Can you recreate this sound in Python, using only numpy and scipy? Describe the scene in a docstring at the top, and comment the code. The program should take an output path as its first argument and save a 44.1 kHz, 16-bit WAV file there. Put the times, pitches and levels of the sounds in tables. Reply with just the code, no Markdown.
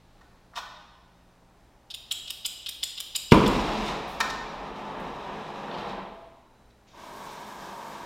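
"""In a bare, echoing room a soft hiss fades over a faint hum, a tool rattles on a ladder, and a motor stops.
A flint striker is squeezed and released: gritty noise and taps ring its steel. The gas catches with a boom.
A soft yellow flame of flickering noise roars, is turned down among metal clanks, spits and dies away.
A thin whistle leads to a sharp blue flame: a roar, a jet hiss and a sizzle, each its own coloured noise.
Throughout, the ceiling returns a quick echo of the metal, and the walls a long tail of all near sounds."""
import sys
import numpy as np
from scipy import signal
from scipy.fft import rfft, irfft, next_fast_len
from scipy.io import wavfile
from scipy.ndimage import uniform_filter1d

SR = 44100
rng = np.random.default_rng(int(sys.argv[2]) if len(sys.argv) > 2 else 0)


def wav_out(sig):
    """Save sig, one row per channel (or a flat mono array), as 16-bit PCM at SR to the path in sys.argv[1]."""
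    wavfile.write(sys.argv[1], SR, np.round(np.clip(np.atleast_2d(sig).T, -1, 1) * 32767).astype(np.int16))


N = 355049
T = np.arange(N) / SR  # time in seconds


def undb(db):
    """Turn decibels into a plain multiplier."""
    return 10 ** (np.asarray(db) / 20)


def colour(x, points):
    """Filter by (pitch_hz, level_db) points, falling 24 dB per octave more outside them."""
    hz, db = np.transpose(points)
    size = next_fast_len(len(x))
    f = np.fft.rfftfreq(size, 1 / SR) + 1
    octaves_outside = np.maximum(np.log2(hz[0] / f), 0) + np.maximum(np.log2(f / hz[-1]), 0)
    gain = undb(np.interp(np.log(f), np.log(hz), db) - 24 * octaves_outside)
    return irfft(rfft(x, size) * gain, size)[:len(x)]


def unit(x):
    """Scale a sound to an average (rms) level of 1."""
    return x / np.sqrt(np.mean(x ** 2))


def hiss(points):
    """Steady noise with the given colour, at rms level 1."""
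    return unit(colour(rng.standard_normal(N), points))


def walk(rate):
    """Wandering random levels: `rate` new ones per second, smoothed twice; spread near 1."""
    k = int(SR / rate)
    steps = np.repeat(rng.standard_normal(N // k + 1), k)
    smooth = uniform_filter1d(uniform_filter1d(steps, k), k)
    return 1.3 * smooth[:N]


def ring(x, modes):
    """Metal rings as damped resonators side by side; a unit tap starts each at its own dB."""
    out = 0
    for k, (hz, width, db) in enumerate(modes):
        r, w = np.exp(-np.pi * width / SR), 2 * np.pi * hz / SR
        tone = np.sin(w) * signal.lfilter([1], [1, -2 * r * np.cos(w), r * r], x)
        out = out + (-1) ** k * undb(db) * tone  # every other mode is flipped
    return out


def bursts(rows, texture, rise_s):
    """Short contacts that rise, then fade over their length; rows are (start_s, level_db, length_s)."""
    shape = np.zeros(N)
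    for s, db, length in rows:
        t = np.arange(int(length * SR)) / SR
        start = int(s * SR)
        shape[start:start + len(t)] += undb(db) * np.minimum(t / rise_s, 1) * (1 - (t / length) ** 2)
    return shape * texture


def grit(scatter_db):
    """Dense contacts of uneven size, as noise whose strength jumps about."""
    sizes = undb(scatter_db * np.minimum(rng.exponential(size=N), 5))
    return unit(rng.standard_normal(N) * sizes)


# Strokes of the striker, levels relative. Columns: touch_s (flint touches), scrape_db,
# stop_s (arm hits its stop), snap_db, squeezed (1 squeezed, 0 released)
STROKES = [(1.901, -38, 1.946, -26.5, 0), (2.108, -21.5, 2.121, -17, 1), (2.274, -37.5, 2.305, -18.5, 0),
           (2.447, -21.5, 2.461, -15.5, 1), (2.660, -31.5, 2.691, -19, 0), (2.826, -20.5, 2.837, -16.5, 1),
           (2.975, -33.5, 3.0033, -18.5, 0), (3.148, -21.5, 3.161, -12.5, 1), (3.31, -29, 3.343, -27.5, 0),
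           (3.458, -24.5, 3.477, -22, 1)]
TOUCH_S, TOUCH_DB, BITE_S = 0.0031, -7.5, 0.0064  # squeezed: a light touch, then the flint bites
# released: the flint drags back for a share of the stroke, then skids just before the stop
DRAG_SHARE, SKID_S, SKID_DB = 0.49, .007, -33


def scrapes():
    """Flint rubbing on the file in every stroke, as rows (start_s, level_db, length_s)."""
    rows = []
    for s, db, stop, _, squeezed in STROKES:
        if round(squeezed):
            rows += [(s, db + TOUCH_DB, TOUCH_S), (s + TOUCH_S, db, BITE_S)]
        else:
            rows += [(s, db, DRAG_SHARE * (stop - s)), (stop - SKID_S, SKID_DB, SKID_S)]
    return rows


# Ringing of the steel cup and arm, levels relative.
# Columns: pitch_hz, width_hz, scraped_db, released_db, squeezed_db
STEEL_MODES = [(1460, 660, -14.5, -19.5, -16.5), (2616, 980, -7, -8.5, -1.5), (3100, 360, 0, 2, -1.5),
               (3770, 270, -2, -2, -18), (4940, 190, -8, -3.5, -4.5), (5270, 450, -5, -2, -5.5),
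               (7120, 220, -20, -9, 0), (7800, 220, -26.5, -13.5, -1.5), (8740, 180, -16.5, -7.5, -5.5),
               (13200, 450, -22, -17.5, -4.5)]
# Bare rasp of the flint between the ringing pitches. Columns: pitch_hz, level_db (per Hz, relative)
RASP = [(900, -29.5), (2200, -15), (2900, 6), (4200, 2), (5300, -10), (6200, -13), (8500, -28),
        (10500, -16), (15500, -25.5)]
# Bare tick of the arm. Columns: pitch_hz, level_db (relative)
SNAP = [(900, -20), (2500, -7), (5500, -4.5), (6300, -9), (9000, -1), (12500, 2.5), (15500, -3.5)]


def striker():
    """Scrapes and snaps ring the same steel, each favouring other modes, over bare rasping and ticks."""
    steel = np.array(STEEL_MODES)
    teeth = grit(1.2)
    out = undb(-16.5) * ring(bursts(scrapes(), teeth, 0.0017), steel[:, [0, 1, 2]])
    out = out + undb(-4.0) * bursts(scrapes(), hiss(RASP), 0.0026)
    for squeezed in (0, 1):
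        rows = [(stop, db, .004) for _, _, stop, db, way in STROKES if round(way) == squeezed]
        taps = bursts(rows, undb(-21) * teeth, .0005)  # the arm chatters after the blow
        blows = [int(s * SR) for s, _, _ in rows]
        taps[blows] += undb([db for _, db, _ in rows])
        out = out + undb(-8.0) * ring(taps, steel[:, [0, 1, 3 + squeezed]])
        out = out + undb(6.5) * colour(taps, SNAP)
    return out


# Rumble as the rest of the gas burns off. Columns: pitch_hz, level_db (per Hz, relative)
BOOM_RUMBLE = [(20, -14.5), (42, 3), (60, -12.5), (110, -8), (190, 3.5), (400, 1.5), (750, -12), (1000, -2),
               (1300, -11), (1900, -24), (2400, -17.5), (5000, -33.5), (15000, -56)]
BOOM_S, BOOM_DB = 3.3195, 0.5
CRACK_COLOUR = [(800, 2.0), (2500, -0.5), (9000, -24.5), (15000, -29.0)]  # pitch_hz, level_db


def boom():
    """The gas cloud burns at once: a crack, a suck and push of air, then a rumble as the rest burns off."""
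    t = T - BOOM_S
    push = -np.sin(2 * np.pi * 180 * (t - .002)) * ((t > .002) & (t < .0075))
    crack = bursts([(BOOM_S, -12, .009)], hiss(CRACK_COLOUR), 0.0013)
    after = np.maximum(t, 0)
    fade = np.exp(-after / 0.0092) + undb(-7) * np.exp(-after / 0.13)  # a fast and a slow fade
    rumble = undb(-7.5) * hiss(BOOM_RUMBLE) * np.clip(t / 0.0011, 0, 1) * fade
    return undb(BOOM_DB) * (push + crack + rumble)


# Course of the yellow flame, levels relative. Columns: time_s, roar_db, crackle_db
YELLOW_COURSE = [(3.31, -87, -80), (3.33, -30.5, -42), (3.55, -30, -38.5), (3.9, -31.5, -38.5),
                 (4.0, -34.5, -48), (4.5, -37.5, -56), (4.85, -36, -53), (5.6, -37, -53.5),
                 (5.9, -33.5, -48), (6.02, -39.5, -64), (6.1, -61, -72), (6.4, -75.5, -88)]
# Colours of its roar, crackle and low flutter. Columns: pitch_hz, level_db (per Hz, relative)
YELLOW_ROAR = [(53, -54), (90, -12.5), (124, -10), (193, 0.5), (327, -7), (363, -1), (390, -8.5), (420, -1),
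               (508, -5.5), (606, -3.5), (969, 0.5), (1440, -12), (1740, -12.5), (2200, -18), (3000, -19.5),
               (3900, -24), (6600, -120)]
CRACKLE = [(1060, -35.5), (1800, -4.5), (2680, 1.5), (3260, -3.5), (3840, 1), (4390, -7.5), (4940, -6),
           (10300, -25.5), (13300, -28), (15500, -35.5)]
FLUTTER = [(18, -19.5), (28, 8), (42, 6.5), (65, 7.5), (90, -25.5)]
FLUTTER_DB, FLUTTER_WANDER_DB = -17, 5.5  # flutter level beside the roar, and how far it wanders
FLARE_DB, FLARE_S = 24.5, .15  # extra flutter as the flame flares up, and its fading time


def yellow_flame(flicker):
    """Turbulent burning of rich gas: a flickering roar, uneven crackles and a low flutter."""
    s, *levels = np.transpose(YELLOW_COURSE)
    roar_db, crackle_db = (np.interp(T, s, db) for db in levels)
    roar = flicker * undb(roar_db) * hiss(YELLOW_ROAR)
    sparks = unit(colour(grit(2.5), CRACKLE)) * undb(1.6 * walk(40))
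    flare_db = FLARE_DB * np.exp(-np.maximum(T - BOOM_S, 0) / FLARE_S)
    flutter = undb(roar_db + FLUTTER_DB + flare_db + FLUTTER_WANDER_DB * walk(4)) * hiss(FLUTTER)
    return roar + undb(crackle_db) * sparks + flutter


# The flame spits as the mixture is changed. Columns: start_s, level_db (relative)
SPIT_TIMES = [(5.712, -41), (5.746, -40), (5.782, -41), (5.887, -50), (5.905, -44)]
# Colour of the spits. Columns: pitch_hz, level_db (per Hz, before a second filter)
SPIT_COLOUR = [(3000, 0), (4100, 0)]
# Hiss under the spits, one row. Columns: start_s, level_db (relative), length_s
SPUTTER = (5.68, -51, 0.32)
SPIT_S = 0.0073


def spits():
    """Brief puffs of burning gas over a longer, unsteady sputter, all cut from the same noise."""
    puffs = bursts([(s, db, SPIT_S) for s, db in SPIT_TIMES], 0.96, .0018)
    sputter = bursts([SPUTTER], undb(3.0 * walk(90)), .03)
    noise = (puffs + sputter) * hiss(SPIT_COLOUR)
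    return undb(7) * colour(noise, [(2600, -6), (4500, -7.5)])


# Roar, jet hiss and sizzle, in that order: each swells from silence, then holds.
# Columns: start_s, swell_s, held_db (relative)
BLUE_SWELLS = [(6.89, 0.096, -40), (6.93, 0.054, -55), (6.88, 0.12, -58)]
# Colours of the three layers. Columns: pitch_hz, level_db (per Hz, relative)
BLUE_ROAR = [(59, -58.5), (100, -25), (198, -5), (302, -15.5), (327, -9), (424, -9), (493, -15.5),
             (596, -7), (783, -9.5), (948, 0), (1450, -18.5), (1570, -10), (2010, -22.5), (2210, -17.5),
             (2600, -34), (3380, -58.5), (5720, -120)]
JET = [(1410, -20), (2400, -3), (3230, -1), (3370, -1.5), (3660, 1), (4110, -4.5), (5070, -4.5),
       (5420, -4.5), (7000, -9), (9100, -37), (15400, -120)]
SIZZLE = [(3820, -29), (6500, -7), (7970, -2), (10000, -7.5), (13700, -7.5), (15100, -9), (15800, -17.5)]
SETTLE_DB, SETTLE_S = -4, 0.17  # the mixture starts a little weak, then settles
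OXYGEN_S, OXYGEN_DB = 6.865, -61  # the jet first hisses softly, before the flame turns blue


def blue_flame(flicker):
    """A lean flame burns as a flickering roar, with a jet hiss and a sizzle on top."""
    layers = []
    for s, swell, db in BLUE_SWELLS:
        settle_db = SETTLE_DB * np.exp(-np.maximum(T - s - swell, 0) / SETTLE_S)
        rise = np.clip((T - s) / swell, 0, 1) ** 2
        layers.append(rise * undb(db + settle_db + 0.91 * walk(5)))
    roar, jet, sizzle = layers
    jet = jet + undb(OXYGEN_DB) * np.clip((T - OXYGEN_S) / .015, 0, 1)
    out = flicker * roar * hiss(BLUE_ROAR)
    out = out + jet * undb(1.0 * walk(22)) * hiss(JET)
    return out + sizzle * undb(1.5 * walk(45)) * hiss(SIZZLE)


def flames():
    """Both flames share one flicker, the uneven strength of turbulent burning."""
    flicker = undb(0.81 * walk(25) + 1.0 * walk(7.9))
    return yellow_flame(flicker) + spits() + blue_flame(flicker)


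# Thin whistles from the nozzle as the gas is turned down.
# Columns: start_s, end_s, pitch_hz, width_hz, level_db (rms before the swell)
WHISTLES = [(5.97, 6.463, 667, 6.2, -54), (6.45, 6.95, 3940, 25, -78)]


def whistles():
    """Noise in a narrow resonance, swelling and fading."""
    air = rng.standard_normal(N)
    out = 0
    for start, end, hz, width, db in WHISTLES:
        swell = np.sin(np.pi * np.clip((T - start) / (end - start), 0, 1) ** 0.67)
        out = out + undb(db) * unit(ring(air, [(hz, width, 0)])) * swell
    return out


# A tool rattles on the ladder, levels relative. Columns: start_s, level_db, length_s, treble_db
CLANKS = [(0.208, -53, 0.011, -5), (0.533, -50.5, 0.022, -15), (0.548, -58, 0.011, 8),
          (0.555, -43, 0.017, 7.5), (0.569, -33, 0.033, -1), (4.202, -17, 0.014, -1.5),
          (4.299, -29.5, 0.011, 2)]
# Ringing of tool and ladder. Columns: pitch_hz, width_hz, level_db (relative)
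LADDER_MODES = [(610, 14, -14), (792, 36, -6.5), (1050, 31, 0.5), (1294, 39, -4), (1485, 31, -2),
                (1817, 73, 1), (3060, 100, -3), (3370, 26, -14), (3720, 96, -2), (4230, 69, -17.5),
                (5340, 52, -16), (5750, 40, -15), (6390, 93, -18), (12200, 130, -22)]
# Bare contact noise between those pitches. Columns: pitch_hz, level_db (per Hz, relative)
CLATTER = [(560, -17), (700, -4), (1100, 4), (1700, -9.5), (2300, -12), (4000, -10), (7000, -17.5),
           (10000, -32), (15500, -38)]


def clanks():
    """Gritty contacts ring the metal; treble_db sets how strongly each wakes the upper modes."""
    contact, out = grit(4.7), 0
    for upper in (0, 1):  # below, then above 2100 Hz
        rows = [(s, db + upper * treble_db, length) for s, db, length, treble_db in CLANKS]
        modes = [m for m in LADDER_MODES if (m[0] > 2100) == upper]
        part = [(hz, db) for hz, db in CLATTER if (hz > 2100) == upper]
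        out = out + undb(-27.5) * ring(bursts(rows, contact, 0.0037), modes)
        out = out + undb(-4.0 - 4.1 * upper) * bursts(rows, hiss(part), 0.003)
    return out


# Dry scuffs and ticks of handling. Columns: start_s, level_db, length_s, low_hz, high_hz
SCUFFS = [(.56, -58, 0.056, 8000, 15500), (4.075, -61, 0.11, 6000, 15000), (4.2, -39, 0.0081, 9000, 15500),
          (4.995, -65, 0.027, 5950, 14800), (6.702, -68, 0.011, 2000, 4970)]


def scuffs():
    """Light rubbing makes short puffs of noise between a low and a high edge."""
    out = 0
    for s, db, length, low_hz, high_hz in SCUFFS:
        out = out + bursts([(s, db, length)], hiss([(low_hz, 0), (high_hz, 0)]), 0.0018)
    return out


CEILING_S, CEILING_DB = .0043, 0


def ceiling(x):
    """A flat surface returns one quick echo."""
    return undb(CEILING_DB) * np.interp(T - CEILING_S, T, x, left=0)


# How long the walls keep sounding. 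Columns: pitch_hz, t60_s (time to fade by 60 dB)
WALLS = [(40, 1), (125, 0.66), (300, 1.21), (800, 1.24), (1500, 1.15), (2500, 1.23), (4000, 1.19),
         (7000, 0.81), (10000, .55), (15000, 0.57)]


def tail():
    """Echoes from the walls, energy 1: overlapping bands of noise, each fading with its own t60."""
    t, out = T[:2 * SR], 0
    log_hz = np.log(np.fft.rfftfreq(len(t), 1 / SR) + 1)
    place = np.interp(log_hz, np.log(np.array(WALLS)[:, 0]), np.arange(len(WALLS)))
    for k, (_, t60) in enumerate(WALLS):
        share = np.cos(np.pi / 2 * np.clip(place - k, -1, 1))
        band = irfft(rfft(rng.standard_normal(len(t))) * share, len(t))
        out = out + band * np.exp(-np.log(1000) * t / t60)
    onset = np.clip((t - .006) / 0.0023, 0, 1)
    out = colour(out * onset, [(20, 2.2), (3000, 0), (16000, -1.3)])
    return out / np.sqrt(np.sum(out ** 2))


# Colour of the far rumble. 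Columns: pitch_hz, level_db (per Hz, relative)
FAR_RUMBLE = [(12, -34), (20, -3), (65, -7.5), (86, -15.5), (110, -14.5), (142, -22.5), (168, -13),
              (410, -18), (446, -19.5), (660, -18), (825, -17), (1030, -21.5), (3440, -35.5), (5530, -37.5),
              (16000, -48.5)]
# Mains hum. Columns: pitch_hz, level_db (rms, before a slight wander)
HUM = [(59, -69), (120, -69)]
RUMBLE_DB = -59
MOTOR_HZ, MOTOR_DB, MOTOR_STOPS_S = 173.5, -68.5, 1.71


def site():
    """Far rumble is low noise; mains hum and a small motor that stops are wavering pure tones."""
    hum = sum(undb(db + 0.73 * walk(4.1)) * np.sin(2 * np.pi * hz * T) for hz, db in HUM)
    running = np.clip((MOTOR_STOPS_S - T) / .1, 0, 1)
    motor = undb(MOTOR_DB + 0.79 * walk(6)) * np.sin(2 * np.pi * MOTOR_HZ * T) * running
    rumble = undb(RUMBLE_DB + 1.1 * walk(5.8)) * hiss(FAR_RUMBLE)
    return rumble + np.sqrt(2) * (hum + motor)  # root 2 makes a tone's level its rms


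# Colour of a soft hiss. Columns: pitch_hz, level_db (per Hz, relative)
RUSTLE_COLOUR = [(900, -4.5), (1500, -7), (4000, 7), (6000, -9.5)]
RUSTLE_DB, RUSTLE_FADE_DB_PER_S = -72.5, -7.5


def rustle():
    """Soft coloured noise that fades steadily from the start."""
    return undb(RUSTLE_DB + RUSTLE_FADE_DB_PER_S * T) * hiss(RUSTLE_COLOUR)


# Filter for the left-right difference. Columns: pitch_hz, level_db (side beside mid)
SIDE_DB = [(20, -55), (100, -72), (500, -64.5), (1000, -63.5), (2000, -40.5), (4000, -37), (8000, -21.5),
           (15500, -22.5)]
# Faint hiss, opposite in the two channels. Columns: pitch_hz, level_db (per Hz, relative)
SIDE_HISS = [(300, -6), (1500, -16), (4000, -2), (8000, -0.5), (15500, -3)]
SIDE_HISS_DB = -83.5


def scene():
    """Mix near sounds, echoes and background, then spread them over two channels."""
    steel, tool, gas, fire = striker(), clanks() + scuffs(), boom(), flames()
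    direct = steel + tool + gas + undb(-2.5) * fire + ceiling(steel + tool)
    to_walls = undb(-3.5) * steel + undb(-3.0) * tool + undb(-13.0) * gas + undb(-8.5) * fire
    background = site() + whistles() + rustle()
    mid = direct + signal.fftconvolve(to_walls, tail())[:N] + background
    # the channels are nearly alike; a faint difference, mostly treble, gives slight width
    apart = np.interp(T - .003, T, direct + background) + signal.fftconvolve(to_walls, tail())[:N]
    side = colour(apart, SIDE_DB) + undb(SIDE_HISS_DB) * hiss(SIDE_HISS)
    return np.array([mid + side, mid - side])


TOP_HZ = 15900


def record(dry):
    """The loudest peaks are rounded off and the top is cut."""
    soft = .95 * np.tanh((np.abs(dry) / .95) ** 3) ** (1 / 3) * np.sign(dry)
    return signal.sosfilt(signal.ellip(10, .2, 70, TOP_HZ, fs=SR, output="sos"), soft)


dry = scene()
out = record(dry)
wav_out(out)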